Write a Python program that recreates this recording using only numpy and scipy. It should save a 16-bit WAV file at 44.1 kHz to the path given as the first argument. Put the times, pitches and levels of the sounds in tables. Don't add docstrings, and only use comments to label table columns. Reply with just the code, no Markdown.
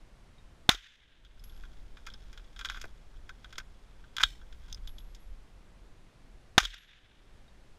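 import sys
import numpy as np
from scipy import signal
from scipy.fft import rfft, irfft
from scipy.io import wavfile
from scipy.ndimage import uniform_filter1d, minimum_filter1d

SR = 44100
rng = np.random.default_rng(int(sys.argv[2]) if len(sys.argv) > 2 else 0)


def waveform_to_disk(signal):
    frames = np.transpose(np.atleast_2d(signal))
    scaled = np.clip(frames, -1, 1) * 32767
    samples = np.round(scaled).astype(np.int16)
    wavfile.write(sys.argv[1], SR, samples)


N = 343098
SIZE = 8192
TIME = np.arange(N) / SR


def undb(db):
    return 10 ** (np.asarray(db) / 20)


def unit(x, span=None):
    head = x if span is None else x[:int(span * SR)]
    return x / np.sqrt(np.mean(head ** 2) + 1e-18)


def add(out, start, x):
    i = max(int(start * SR), 0)
    out[i:i + len(x)] += x[:len(out) - i]


def curve(rows):
    return undb(np.interp(TIME, *np.transpose(rows)))


def fade(t, t60):
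    return np.exp(-np.log(1000) * t / max(t60, 1e-4))


def shape(points, size=SIZE):
    hz, db = np.transpose(points)
    bins_hz = np.fft.rfftfreq(size, 1 / SR) + 1
    return undb(np.interp(np.log(bins_hz), np.log(hz), db))


def resonances(modes, size=SIZE):
    f = np.fft.rfftfreq(size, 1 / SR) + 1
    return sum(undb(db) ** 2 / (1 + ((f / hz - hz / f) * hz / width) ** 2) for hz, width, db in modes)


def response(gain):
    cepstrum = irfft(np.log(gain + 1e-9))
    half = len(cepstrum) // 2
    cepstrum[1:half] *= 2
    cepstrum[half + 1:] = 0
    return irfft(np.exp(rfft(cepstrum)))


def colour(x, gain):
    return signal.fftconvolve(x, response(gain))[:len(x)]


def unevenness(burst):
    return np.sqrt(uniform_filter1d(np.abs(rfft(burst)) ** 2, size=60))


# pitch_hz, level_db
GAS = [(250, -20), (540, -20), (700, -5.5), (980, -7.5), (1400, -1.5), (1950, -6.5), (2300, -8),
       (3000, -9.5), (3700, -7.5), (4200, -18), (6400, -12.5), (7400, -26.5), (15000, -38.5)]
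# pitch_hz, level_db, t60_s
CHAMBERS = [(770, -5, 0.02), (1235, -4.5, 0.015)]


def blast(gas_t60, whistle_db, whistle_hz=3570, whistle_width_hz=260,
          push_db=-4.0, push_s=.0009, push_hz=400, gas_delay=0.0022,
          spill_db=-16.5, spill_t60=0.14, spill_low_db=-7, spill_treble_db=2):
    t = TIME[:SIZE]
    pulse = (1 - t / push_s) * np.exp(-t / push_s)
    pulse = signal.sosfilt(signal.butter(2, push_hz, fs=SR, output="sos"), pulse)
    ring = sum(undb(db) * np.sin(2 * np.pi * hz * t) * fade(t, t60) for hz, db, t60 in CHAMBERS)

    onset = np.minimum(t / gas_delay, 1) ** 2
    late = np.maximum(t - gas_delay, 0)
    jet = onset * fade(late, gas_t60) * rng.standard_normal(SIZE)
    spill = onset * fade(late, spill_t60) * rng.standard_normal(SIZE)

    whistle = resonances([(whistle_hz, whistle_width_hz, whistle_db)])
    can = np.sqrt(shape(GAS) ** 2 + whistle)
    gravel = shape(GAS) * shape([(800, spill_low_db), (1500, 0.0026), (5000, spill_treble_db)])
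    gas = unit(colour(jet, can / unevenness(jet)), span=0.007)
    gas += undb(spill_db) * unit(colour(spill, gravel), span=0.008)
    return gas - ring - undb(push_db) * pulse / np.abs(pulse).max()


# start_s, level_db, gas_t60_s, whistle_db,
# forest_db, travel_s (bolt back and forth), return_db (force of the bolt's return)
SHOTS = [(0.6910, 4, .013, 7.5, 2.5, .034, -6.5), (6.579, 2.5, 0.021, 0, 3.5, .051, 1)]
# share of travel_s, level_db (before return_db), body_db, treble_db, t60_s
ACTION = [(0, -18.5, 3.5, 1.5, .05), (.59, -27, -4, -6, .03), (.76, -27.5, -6, -4.5, .035),
          (1.001, -19, -8, -5, .02), (2, -39.5, -25, -8, .06)]
UNLOCK_S = .021


def action():
    out = np.zeros(N)
    for shot_s, *_, travel_s, return_db in SHOTS:
        for share, db, body_db, treble_db, t60 in ACTION:
            start = shot_s + UNLOCK_S + share * travel_s
            level_db = db + min(share, 1) * return_db
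            add(out, start, undb(level_db) * knock(body_db, treble_db, t60))
    return out


# start_s, spring_db, thump_db, thump_t60_s
CYCLES = [(0.716, -46, -18, 0.23), (4.237, -50.5, -27, 0.137), (6.611, -42, -18.5, 0.39)]
# pitch_hz, width_hz, level_db
SPRING = [(1590, 60, -3.5), (1940, 60, -3.5), (2340, 170, -5.5), (3070, 63, 5), (3630, 400, -1.5),
          (4280, 150, -6.5), (5348, 130, -1.5), (6170, 350, -10), (7550, 350, -9.5), (9400, 400, -19),
          (13000, 900, -24.5)]


def recoil(buzz_s=.095, rattle_db=3, thump_hz=38, rise_s=0.011):
    out, t = np.zeros(N), TIME[:SR // 2]
    for start, spring_db, thump_db, thump_t60 in CYCLES:
        rattle = undb(rattle_db * unit(uniform_filter1d(rng.standard_normal(len(t)), size=90)))
        buzz = unit(colour(rattle * rng.standard_normal(len(t)), np.sqrt(resonances(SPRING))))
        buzz = buzz * np.exp(-(t / buzz_s) ** 2)
        thump = -np.sin(2 * np.pi * thump_hz * t) * fade(t, thump_t60)
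        jolt = undb(spring_db) * buzz + undb(thump_db) * thump
        add(out, start, np.minimum(t / rise_s, 1) * jolt)
    return out


# pitch_hz, width_hz, level_db
RECEIVER = [(1160, 43, -14.5), (1390, 91, -2.5), (1555, 70, 1.5), (2090, 140, -7), (2430, 59, -5.5),
            (3080, 130, -6.5), (3365, 125, 2.5), (3700, 130, -2.5), (4910, 170, -7), (5380, 120, -7),
            (6538, 140, -18), (6890, 420, -16)]
# pitch_hz, level_db
CLICK = [(100, -34.5), (600, -26), (1100, -13.5), (3000, -17), (6500, -14), (8500, -30.5), (12500, -33.5),
         (15000, -37)]


def receiver(spread_db=0, bass_db=-8):
    modes = [(hz, width, db + spread_db * rng.standard_normal()) for hz, width, db in RECEIVER]
    return np.sqrt(resonances(modes) + shape(CLICK) ** 2) * shape([(500, bass_db), (1050, 0.0016)])


def knock(body_db, treble_db, t60, body_share=0.66, treble_share=.55, middle_db=1.25, spread_db=0.95,
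          chatter_db=4, tail_db=-27, tail_t60=0.093, rise_s=.0014):
    t = TIME[:SIZE]
    grain, size = rng.standard_normal((2, SIZE))
    chatter = undb(chatter_db * size) * fade(t, t60)
    tail = undb(tail_db) * fade(t, tail_t60)
    contact = grain * np.minimum(t / rise_s, 1) * (chatter + tail)
    middle = middle_db + body_share * body_db + treble_share * treble_db
    place = shape([(1700, body_db), (2000, middle), (2600, middle),
                   (3000, 0), (4000, 0.00023), (4900, treble_db)])
    return unit(colour(contact, receiver(spread_db) * place / unevenness(contact)), span=0.0089)


# start_s, level_db,
# body_db and treble_db (both relative to the receiver's main ring)
KNOCKS = [(1.248, -52.5, -5, -7), (1.438, -55.5, -4, 9), (1.635, -53, 14, -4), (1.97, -53, 7.5, -6),
          (2.065, -49.5, -5, 7), (2.069, -43, 10, -1), (2.1, -52, -9, -9), (2.139, -52.5, -6, -11),
          (2.328, -54.5, 3, 5), (2.375, -49.5, 1, -5), (2.562, -52, -2, -8), (2.591, -43.5, 5, 2),
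          (2.61, -42, 5, -7), (2.647, -35, -0.5, -8), (2.654, -37.5, 1, -1), (2.687, -41, -7, -14),
          (2.698, -34.5, 9, -1.5), (2.7444, -44.5, 9, -7), (2.758, -47, 15, -13), (2.772, -46.5, 13, -3),
          (2.814, -43.5, 0, 7), (2.839, -43.5, 20, 5), (3.292, -45, 10, -1.5), (3.444, -48, 5, -7.5),
          (3.526, -48.5, 5, 1), (3.555, -52, -1, -7), (3.581, -36.5, 5, 4.5), (3.598, -50, 16, 0),
          (4.04, -57, 12, -11), (4.166, -35, -2.5, -0.5), (4.182, -32, 1.5, -10), (4.198, -38, 9, -3),
          (4.205, -29.5, 14, -5), (4.213, -35.5, 12, 7), (4.23, -31, 3.5, -2.5), (4.2342, -16.5, -2, -8.5),
          (4.413, -59.5, 9.5, -6), (4.525, -55, 1.5, -3), (4.698, -60, -5, -1), (4.8733, -47, -10.5, -4.5),
          (4.983, -51, -14.5, -4), (5.1475, -54.5, -8, 5.5), (6.741, -36.5, -4, -2.5)]
CONTACT_T60_S = 0.028


def knocks(middling_db=-45, body_db_per_doubling=28, level_db_per_halving=36, settle_s=.014,
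           settle_db=-11, settle_max_db=-49, settle_body_db=5, settle_treble_db=-5):
    out = np.zeros(N)
    for start, db, body_db, treble_db in KNOCKS:
        doublings = body_db / body_db_per_doubling - (db - middling_db) / level_db_per_halving
        t60 = CONTACT_T60_S * 2 ** doublings
        add(out, start, undb(db) * knock(body_db, treble_db, t60))
        touch = knock(body_db + settle_body_db, treble_db + settle_treble_db, t60)
        touch_db = min(db + settle_db, settle_max_db)
        add(out, start + settle_s * rng.uniform(0.57, 1.5), undb(touch_db) * touch)
    return out


# start_s, level_db
CATCHES = [(1.395, -57), (2.138, -48.5), (4.727, -38), (4.746, -41)]
# pitch_hz, width_hz, level_db
CATCH = [(3500, 190, -7.5), (5100, 107, 2), (5280, 120, -15), (6170, 110, -8)]


def catches():
    return struck(CATCHES, CATCH, push_t60=0.014)


# start_s, level_db
THUDS = [(0.746, -34), (2.773, -54), (2.841, -46), (2.855, -48.5), (3.583, -50.5), (6.631, -37),
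         (6.652, -41.5), (6.741, -51)]
# pitch_hz, width_hz, level_db
POLYMER = [(331.4, 79, -6), (442, 110, -3.5), (660, 97, -3.5)]


def thuds():
    return struck(THUDS, POLYMER, push_t60=0.012)


# start_s, level_db
TICKS = [(0.383, -62.5), (7.48, -65.5)]
# pitch_hz, width_hz, level_db
TICK = [(3230, 34, -2), (3740, 32, 8)]


def ticks():
    return struck(TICKS, TICK, push_t60=0.0078)


def struck(events, modes, push_t60):
    out, t = np.zeros(N), TIME[:SIZE]
    for start, db in events:
        push = rng.standard_normal(SIZE) * fade(t, push_t60)
        add(out, start, undb(db) * unit(colour(push, np.sqrt(resonances(modes))), span=0.003))
    return out


# start_s, level_db
PINGS = [(0.745, -62), (1.44, -60), (2.712, -67), (4.875, -62.5), (4.986, -64.5), (5.2, -75),
         (6.779, -65.5)]
# pitch_hz, level_db, t60_s
FITTING = [(11030, -19, 0.42), (11300, 2, 0.36), (11600, -11.5, 0.75), (14980, -10, 0.25),
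           (15300, -12, 0.079)]


def fitting(spread_db=3, flutter_db=3):
    out, t = np.zeros(N), TIME[:SR // 2]
    for start, db in PINGS:
        for hz, mode_db, t60 in FITTING:
            share, *sway = rng.standard_normal(31)
            sway_db = flutter_db * np.interp(t, np.linspace(0, t[-1], len(sway)), sway)
            gain = undb(db + mode_db + spread_db * share + sway_db)
            add(out, start, gain * np.sin(2 * np.pi * hz * t) * fade(t, t60))
    return out


# start_s, in_motion_s, slowing_s, at_rest_s
HANDLING = (1.15, 1.35, 5.15, 5.6)
GRIP_DB = -75
# middle_s, half_length_s, level_db (relative)
SLIDES = [(1.55, 0.2, -69), (2.206, 0.26, -71.5), (2.726, 0.12, -54), (3.473, 0.078, -74),
          (4.72, 0.09, -67.5)]


def handling():
    grip = undb(GRIP_DB) * np.interp(TIME, HANDLING, [0, 1, 1, 0])
    return grip + sum(undb(db) * np.exp(-((TIME - middle) / half) ** 2) for middle, half, db in SLIDES)


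def rubbing(grain_db=7, level_db=-2):
    steps = grain_db * np.clip(rng.standard_normal(N // 64 + 1), -2, 2)
    grain = np.repeat(undb(steps), 64)[:N]
    return unit(colour(grain * rng.standard_normal(N), receiver())) * handling() * undb(level_db)


def clatter(count=26, above_rub_db=4.0, scatter_db=1.2, body_scatter_db=7, treble_db=-4):
    out, strength = np.zeros(N), handling()
    for slot in range(count):
        start = np.interp(slot + rng.random(), [0, count], [HANDLING[0], HANDLING[2]])
        size, body = rng.standard_normal(2)
        gain = np.interp(start, TIME, strength) * undb(above_rub_db + scatter_db * size)
        add(out, start, gain * knock(body_scatter_db * body, treble_db, CONTACT_T60_S))
    return out


# pitch_hz, level_db
FOREST = [(500, -35), (1100, -14.5), (1600, 2.5), (2400, -1.5), (3600, 3.5), (4300, -9), (6600, -10.5),
          (8000, -21.5), (15000, -37)]
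# delay_s, level_db (before the shot's forest_db), t60_s
TREES = [(0.035, -41, 0.75), (0.135, -42, 0.34), (0.29, -56.5, 1.21)]


def forest(build_s=0.021, patchy_db=2.68, air_loss_db_per_s=36):
    out, t = np.zeros(2 * SR), TIME[:SR]
    for delay, db, t60 in TREES:
        clumps = undb(patchy_db * unit(uniform_filter1d(rng.standard_normal(SR), size=400)))
        absorbed = shape([(3500, 0.00043), (7000, -air_loss_db_per_s * delay)])
        echoes = unit(colour(rng.standard_normal(SR), shape(FOREST) * absorbed))
        envelope = np.minimum(t / build_s, 1) * fade(t, t60)
        add(out, delay, undb(db) * echoes * clumps * envelope)
    return out


# time_s, level_db (before buffet_db and gusts)
BUFFET = [(0, -51), (1.05, -53), (1.4, -42), (2.5, -44), (4.1, -47), (4.9, -38), (5.2, -44.5), (6.1, -53),
          (7.75, -53)]
# pitch_hz, level_db
RUMBLE = [(12, 1.5), (25, 3.5), (42, 1), (65, -12), (110, -25.5), (250, -35.5), (700, -64)]
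# pitch_hz, level_db
AIR = [(30, 2.5), (70, 3), (130, -1), (300, -7.5), (600, -11.5), (1500, -16.5), (3500, -22), (7000, -29.5),
       (10000, -33.5), (12500, -40), (15000, -55)]
AIR_DB = -60


def air(buffet_db=-2.3, gust_db=2.0, gusts_per_s=6):
    hiss = unit(colour(rng.standard_normal(N), shape(AIR)))
    rumble = unit(colour(rng.standard_normal(N), shape(RUMBLE)))
    gusts = np.interp(TIME * gusts_per_s, np.arange(SIZE), rng.standard_normal(SIZE))
    return undb(AIR_DB) * hiss + undb(buffet_db + gust_db * gusts) * curve(BUFFET) * rumble


def scene():
    out = action() + recoil() + knocks() + catches() + thuds() + ticks()
    out += fitting() + rubbing() + clatter() + air()
    for start, db, gas_t60, whistle_db, forest_db, *_ in SHOTS:
        add(out, start, undb(db) * blast(gas_t60, whistle_db))
        add(out, start, undb(forest_db) * forest())
    return out[None]


def limiter(x, ceiling=0.87, release_db_per_s=19):
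    over_db = np.maximum(20 * np.log10(np.abs(x) / ceiling + 1e-9), 0)
    ramp = release_db_per_s * TIME
    gain_db = ramp - np.maximum.accumulate(over_db + ramp)
    return x * undb(uniform_filter1d(minimum_filter1d(gain_db, size=200), size=200))


TOP_HZ = 15350


def record(dry, overload=12.0):
    rounded = overload * np.tanh(dry[0] / overload)
    held = np.clip(limiter(rounded), -.71, .71)
    return signal.sosfilt(signal.ellip(8, .2, 70, TOP_HZ, fs=SR, output="sos"), held)[None]


dry = scene()
out = record(dry)
waveform_to_disk(out)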